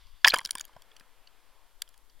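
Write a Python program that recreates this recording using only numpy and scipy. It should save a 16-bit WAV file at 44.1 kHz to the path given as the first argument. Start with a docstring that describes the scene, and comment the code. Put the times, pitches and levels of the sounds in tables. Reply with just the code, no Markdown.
"""Faint lapping sea, then a wave slaps right against the microphone's sealed plastic camera housing.
As it dips under the surface, trapped air crackles off as drops and bubbles that tick on the shell;
under water a muffled wash and a few lone ticks remain. The one microphone inside the shell feeds
two inputs; each adds its own hiss, and the left one drifts with a deep rumble."""
import sys
import numpy as np
from scipy import signal
from scipy.fft import rfft, irfft
from scipy.io import wavfile
from scipy.ndimage import uniform_filter1d

SR = 44100
rng = np.random.default_rng(int(sys.argv[2]) if len(sys.argv) > 2 else 0)


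def unload_audio(sound):
    """Save the sound as a 16-bit wav file, at the path given as the first command line argument."""
    columns = np.transpose(np.atleast_2d(sound))
    # keep every value between -1 and 1, then stretch to whole-number steps
    steps = np.round(np.clip(columns, -1, 1) * 32767)
    wavfile.write(sys.argv[1], SR, steps.astype(np.int16))


N = 97020
T = np.arange(N) / SR

# ringing modes of the plastic shell (pitch [Hz], relative level [dB], t60 [s])
SHELL_MODES = [(593, -9.5, 0.004), (1010, -4.5, 0.019), (1630, -1.5, 0.022), (2320.5, -4.5, 0.013),
               (3255, 2, 0.0082), (4010, -2.5, 0.0035), (4800, 2, 0.0075), (5620, -2.5, 0.0045),
               (7037, -2.5, 0.0074), (8194, -8, .005), (9650, -3.5, 0.0055), (10493, -5.5, .005),
               (12724, -12.5, 0.0046), (14744, -7, 0.0016)]


def undb(db):
    return 10 ** (np.asarray(db) / 20)


def unit_rms(x):
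    return x / np.sqrt(np.mean(x ** 2))


def unit_peak(x):
    return x / np.abs(x).max()


def envelope(rows, fade_s=.012):
    """Gain from (time [s], level [dB]) rows, fading to silence outside them."""
    times, db = np.array(rows).T
    return undb(np.interp(T, np.r_[times[0] - fade_s, times, times[-1] + fade_s], np.r_[-120, db, -120]))


def coloured_noise(spectrum, lo_hz=0, hi_hz=SR):
    """Noise shaped by (frequency [Hz], level [dB]) rows, kept between two edges."""
    freqs = np.fft.rfftfreq(N, 1 / SR) + 1e-3
    hz, db = np.array(spectrum).T
    gain = undb(np.interp(np.log(freqs), np.log(hz), db, left=-90, right=-90))
    return irfft(rfft(rng.standard_normal(N)) * gain * (freqs >= lo_hz) * (freqs < hi_hz), N)


def wander(rate_hz):
    """Random values, each held for 1 / rate_hz seconds, smoothed twice."""
    hold = int(SR / rate_hz)
    steps = np.repeat(rng.standard_normal(N // hold + 1), hold)
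    return 1.3 * uniform_filter1d(uniform_filter1d(steps, hold), hold)[:N]


def ring(x, hz, t60):
    """One decaying mode driven by x."""
    radius = np.exp(-np.log(1000) / (max(t60, 1e-3) * SR))
    angle = 2 * np.pi * hz / SR
    return signal.lfilter([0, np.sin(angle)], [1, -2 * radius * np.cos(angle), radius ** 2], x)


def add(out, start_s, x):
    start = int(start_s * SR)
    out[..., start:start + x.shape[-1]] += x[..., :N - start]


def lapping_sea():
    """The sea from just above the surface, heard only where the shell resonates; each band flickers."""
    # sea noise inside the housing (time [s], level [dB])
    levels = [(0.0, -64.5), (0.24, -70.5)]
    # resonances that let it through (centre [Hz], width [Hz], relative level [dB])
    resonances = [(1080, 220, -1.5), (1590, 250, -6.5), (2130, 330, -4), (2850, 200, -5), (3450, 470, 2),
                  (4696, 350, -1), (5400, 540, -10)]
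    bands = [undb(db + 1.8 * wander(40)) * unit_rms(ring(rng.standard_normal(N), hz, t60=2.2 / width))
             for hz, width, db in resonances]
    return unit_rms(sum(bands)) * envelope(levels)


def water_taps():
    """Water hits right by the microphone: a ragged push rings the shell, with a crack and a bubble."""
    # taps on the shell (peak time [s], nominal rise [ms], nominal fall [ms], bubble pitch [Hz],
    # bubble level [dB], relative level of the low, low-middle, high-middle and high modes [dB])
    taps = [(0.07, 1.2, 0.8, 3780, -65, -77, -74, -50, -61),
            (0.2194, 4.6, 2.4, 4660, -60, -64, -73, -64, -75),
            (0.2469, 1.36, 3.74, 1686, -3, -42, 5.5, -7, -38),
            (0.2586, 1.5, 3.1, 1025, -14.5, -26, -28, -19.5, -38),
            (0.269, 1.7, 2.4, 1310, -33, -13.5, -36, -34, -32),
            (0.271, 4.3, 8.3, 4910, -25, -29, -39, -9.5, -24.5),
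            (0.277, 1.27, 0.93, 1850, -4.5, -49, -22, -41, -14.5),
            (0.2825, 0.73, 1.1, 5450, -12.5, -28, -12, -9, -13.5),
            (0.2903, 0.7, 3.8, 4700, -34, -51, -33, -23, -34),
            (0.295, 4.6, 0.97, 12200, -31, -50, -45, -38, -34),
            (0.3005, 1.7, 0.3, 3460, -19, -60, -47, -42, -54),
            (0.303, 0.58, 0.32, 4580, -13, -48, -55, -30, -58),
            (0.3092, 2.2, 1.1, 4260, -35, -57, -40, -33, -57),
            (0.308, 2.9, 0.76, 4240, -16.5, -47, -49, -38, -38),
            (0.316, 2.9, 0.8, 3544, -39.5, -46.5, -43.5, -41, -58.5),
            (0.3214, 0.51, 1.2, 2397, -22, -46.5, -25, -28.5, -57),
            (0.3329, 1.6, 5.0, 1560, -29.5, -40.5, -25, -38, -67),
            (0.337, 0.69, 3.8, 620, -16, -25.5, -17, -29, -37),
            (0.3397, 2.2, 2.3, 1426, -17.5, -19.5, -8, -22.5, -23.5),
            (0.3426, 0.97, 1.4, 1190, -11.5, -13.5, -19.5, -19.5, -21.5),
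            (0.3487, 5.9, 2.2, 922, -57, -45, -46, -25.5, -38),
            (0.3598, 2.8, 2.4, 2220, -30.5, -28, -48, -35, -31),
            (0.3648, 2.4, 3.68, 3120, -26.5, -21.5, -36.5, -51, -51),
            (0.3744, 1.1, 1.5, 4780, -43, -42, -46, -41, -32.5),
            (0.3804, 0.49, 2.6, 1060, -29, -32, -64, -53, -69),
            (0.3871, 2.2, 0.5, 9100, -32.5, -41, -59, -26, -31),
            (0.3926, 1.13, 0.95, 1970, -23.5, -32.5, -43, -27, -57),
            (0.405, 0.56, 0.65, 10500, -39.5, -64, -50, -47, -47),
            (0.4132, 1.4, 1.5, 1070, -35.5, -47, -35.5, -47, -74.5),
            (0.4169, 2.9, 1.6, 990, -43.5, -59, -59, -52, -53),
            (0.4325, 2.9, 7.2, 990, -62, -60, -62, -55, -56),
            (0.448, 0.68, 2.4, 4300, -41, -40.5, -45, -49, -40),
            (0.4513, 0.38, 0.79, 5200, -18.5, -50, -56, -28, -30),
            (0.4586, 0.38, 0.98, 4610, -26.5, -64, -42, -21, -29.5),
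            (0.4735, 1.2, 0.86, 3490, -48, -54, -46, -45, -44),
            (0.4932, 1.8, 0.68, 1650, -36, -60, -43, -40, -52),
            (0.5085, 0.23, 1.04, 9300, -15.5, -62, -43.5, -19.5, -24),
            (0.519, 0.56, 0.45, 10190, -41, -64, -67, -71, -43),
            (0.553, 0.57, 1.6, 8540, -28, -27.5, -33, -38, -28),
            (0.559, 5.4, 1.9, 1020, -62, -54.5, -75, -55.5, -57),
            (0.573, 1.2, 4.6, 3500, -47, -50.5, -47, -50.5, -52),
            (0.5829, 0.92, 2.1, 3600, -38, -55.5, -32, -42, -31.5),
            (0.5976, 1.5, 0.58, 3500, -34, -68, -44, -36, -39),
            (0.6044, 1.2, 11, 1645, -52, -64, -55, -49, -43),
            (0.6078, 0.63, 0.61, 1640, -33, -51, -40.5, -54, -41),
            (0.611, 1.34, 0.5, 6830, -25, -69, -40.5, -35.5, -33),
            (0.643, 1.5, 4, 3230, -51, -74.5, -52.5, -53.5, -66),
            (0.6521, 0.44, 0.93, 12800, -38, -61.5, -49, -49, -42),
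            (0.6948, 0.7, 2.6, 960, -48.5, -58, -66, -73, -77.5),
            (0.736, 6.3, 3.6, 3140, -63.5, -60.5, -65.5, -65, -74),
            (0.7652, 1.24, 1.4, 692, -39, -42, -60.5, -55, -71),
            (0.7952, 2.9, 3.5, 3150, -66.5, -59, -78, -63.5, -91),
            (0.8211, 0.82, 1.2, 3220, -51, -65, -56.5, -52, -47),
            (0.916, 0.89, 2.9, 3330, -55.5, -67.5, -56, -57, -67),
            (0.9663, 1.8, 2.8, 3260, -53, -67.5, -60.5, -45, -51.5),
            (0.9976, 0.57, 3.8, 3120, -58.5, -62, -55, -45, -51),
            (1.0093, 0.48, 0.7, 1540, -45.5, -51.5, -48, -53.5, -60.5),
            (1.275, 3, 2.3, 4660, -53.5, -67, -63, -46.5, -67),
            (1.8199, 0.52, 1.83, 3400, -28.5, -47, -30.5, -27.5, -23),
            (1.8778, 0.59, 1.7, 3320, -53.5, -73, -72, -52, -69),
            (1.8905, 1.1, 1.01, 11040, -51.5, -77, -78, -57, -49.5),
            (1.9419, 0.4, 1.9, 3220, -58, -64.5, -57, -55, -56.5),
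            (1.9782, 1.14, 0.97, 10860, -53, -71.5, -60, -62, -50),
            (2.0976, 1.35, 5.0, 4580, -61, -67.5, -76, -57.5, -67),
            (2.194, 0.55, 2.5, 3470, -60.5, -67.5, -57, -58, -77)]
    # centres of those four groups of modes (frequency [Hz])
    group_hz = [1080, 2020, 3860, 7200]
    scatter_db, detune = 2.5, .04  # of each mode, from tap to tap
    wet_cycles, side_db = 45, -26  # longest t60 of the wet shell; left-right difference
    lead, length, modes = 256, 1536, len(SHELL_MODES)
    t = (np.arange(length) - lead) / SR

    def pulse(rise, fall):
        return np.where(t < 0, np.exp(-(t / rise) ** 2), np.exp(-np.abs(t) / fall))

    out = np.zeros((2, N))
    for peak_s, rise_ms, fall_ms, bubble_hz, bubble_db, *group_db in taps:
        rise, fall = .9 * rise_ms / 1000, fall_ms / 1000
        scatters, detunings = rng.standard_normal((2, modes))
        start_phase = 3 * rng.standard_normal()
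        splash_noise, push_noise = rng.standard_normal((2, length))
        shell, side = np.zeros((2, length))
        for (hz, db, t60), scatter, detuning in zip(SHELL_MODES, scatters, detunings):
            push = pulse(rise, .8 * fall * (1500 / hz) ** .2) * push_noise  # dies sooner for high modes
            drive = ring(np.diff(push, prepend=0), hz, t60=5 / hz)  # the part near this mode's pitch
            mode = unit_peak(ring(drive, hz * (1 + detune * detuning), min(t60, wet_cycles / hz)))
            colour_db = np.interp(np.log(hz), np.log(group_hz), group_db)
            mode *= undb(db - 2 + colour_db + scatter_db * scatter)
            shell += mode
            side += undb(side_db) * np.sign(scatter) * mode
        wobble = .3 * unit_rms(uniform_filter1d(splash_noise, size=40))
        phase = 2 * np.pi * bubble_hz * t * (1 + .0066 * t / fall)  # the pitch glides up
        bubble = uniform_filter1d(pulse(rise, .99 * fall), size=15) * np.sin(phase + wobble + start_phase)
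        burst = np.exp(-np.abs(t + rise / 2) / .0006) * splash_noise
        crack = unit_peak(np.diff(burst, n=2, prepend=[0, 0]))
        mid = shell + undb(bubble_db) * bubble + undb(group_db[-1] - 3) * crack
        add(out, peak_s - lead / SR, np.array([mid + side, mid - side]))
    # the stiff shell passes no bass from a tap
    return signal.sosfilt(signal.butter(4, 550, "high", fs=SR, output="sos"), out)


def thuds():
    """Soft low knocks of a cycle or two, stronger on the left."""
    # dull knocks (start [s], envelope peak before panning [dB], pitch [Hz])
    knocks = [(0.242, -68, 250), (0.27, -41.5, 125), (.336, -32, 310), (.341, -45.5, 150),
              (0.361, -40.5, 307), (0.386, -52, 181), (.415, -60, 129), (0.456, -53, 196),
              (0.552, -43.5, 270), (0.762, -52, 127), (1.01, -58.5, 200)]
    rise_cycles, pan_db = .3, 5
    t = np.arange(4096) / SR
    out = np.zeros(N)
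    for start_s, db, hz in knocks:
        age = t * hz / rise_cycles
        swell = age * np.exp(1 - age)
        add(out, start_s, undb(db) * swell * np.sin(2 * np.pi * hz * t))
    return out * undb([[pan_db / 2], [-pan_db / 2]])


def spray_fizz():
    """Dense tiny drops of uneven size ring the shell in patches."""
    # spray between the taps (time [s], relative level [dB])
    levels = [(0.245, -68), (0.315, -64), (0.419, -60), (0.459, -52), (0.579, -66.5), (0.7, -68.5)]
    drops_per_s, size_spread_db, patchy_db = 2500, 1.5, 4
    hits = rng.random(N) < drops_per_s / SR
    drops = hits * undb(size_spread_db * rng.exponential(size=N)) * rng.standard_normal(N)
    ringing = unit_rms(sum(undb(db) * ring(drops, hz, t60) for hz, db, t60 in SHELL_MODES[1:]))
    return ringing * undb(patchy_db * wander(130) - 5.3) * envelope(levels, fade_s=.004)


def underwater_wash():
    """Muffled water around the sunken housing: half-octave bands swell together and flicker alone."""
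    # the wash at the microphone (time [s], level [dB])
    levels = [(0.3, -75), (0.33, -49), (0.416, -62), (0.452, -78), (0.568, -64.5), (0.696, -65.5),
              (1.406, -67), (2.034, -71), (2.2, -70.5)]
    # its spectrum (frequency [Hz], relative density [dB])
    spectrum = [(71, -43.5), (120, -16), (245, -6), (281, -5), (940, 1), (2890, -7), (3370, -3.5),
                (3670, -9), (4650, -9.5), (7000, -25), (9100, -54), (15400, -120)]
    swell = undb(.7 * wander(2.2))
    edges_hz = 100 * 2 ** np.arange(0, 7, .5)
    bands = [coloured_noise(spectrum, lo, hi) * undb(1.24 * wander(9.4))
             for lo, hi in zip(edges_hz, edges_hz[1:])]
    return unit_rms(sum(bands) * swell) * envelope(levels)


def input_hiss():
    """Each of the two inputs adds its own steady hiss."""
    # spectrum of the hiss (frequency [Hz], relative density [dB])
    spectrum = [(59, -40), (100, -12.5), (464, -4.5), (1600, -11), (3100, -7.5), (12700, -2), (16400, -13)]
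    return np.array([unit_rms(coloured_noise(spectrum)) for _ in range(2)]) * undb(-71.5)


def input_rumble():
    """The left input drifts with a deep rumble around a steady offset; the right follows faintly."""
    # spectrum of the rumble (frequency [Hz], relative density [dB])
    spectrum = [(5, -11), (9, 0.5), (18, -5.5), (30, -11), (50, -20), (80, -27.5), (120, -36.5), (200, -46),
                (330, -62)]
    # its rise and fall (time [s], relative level [dB])
    levels = [(0.0, -62), (0.14, -59), (0.18, -75), (0.33, -63), (0.39, -69), (1.46, -74), (2.15, -69.5),
              (2.2, -66)]
    left_db, right_db, left_offset = 13, -5.5, -.0016
    shared, right_only = (unit_rms(coloured_noise(spectrum)) for _ in range(2))
    rumble = np.array([undb(left_db) * shared, undb(right_db) * (shared + .27 * right_only)])
    return rumble * envelope(levels) + [[left_offset], [0]]


def scene():
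    """All that reaches the microphone through the shell."""
    return water_taps() + thuds() + spray_fizz() + lapping_sea() + underwater_wash()


def record(dry):
    """The inputs add hiss and rumble, clip at full scale and cut the top treble steeply."""
    inputs = np.clip(dry + input_hiss() + input_rumble(), -1, 1)
    return signal.sosfilt(signal.ellip(10, .2, 90, 16300, fs=SR, output="sos"), inputs)


dry = scene()
out = record(dry)
unload_audio(out)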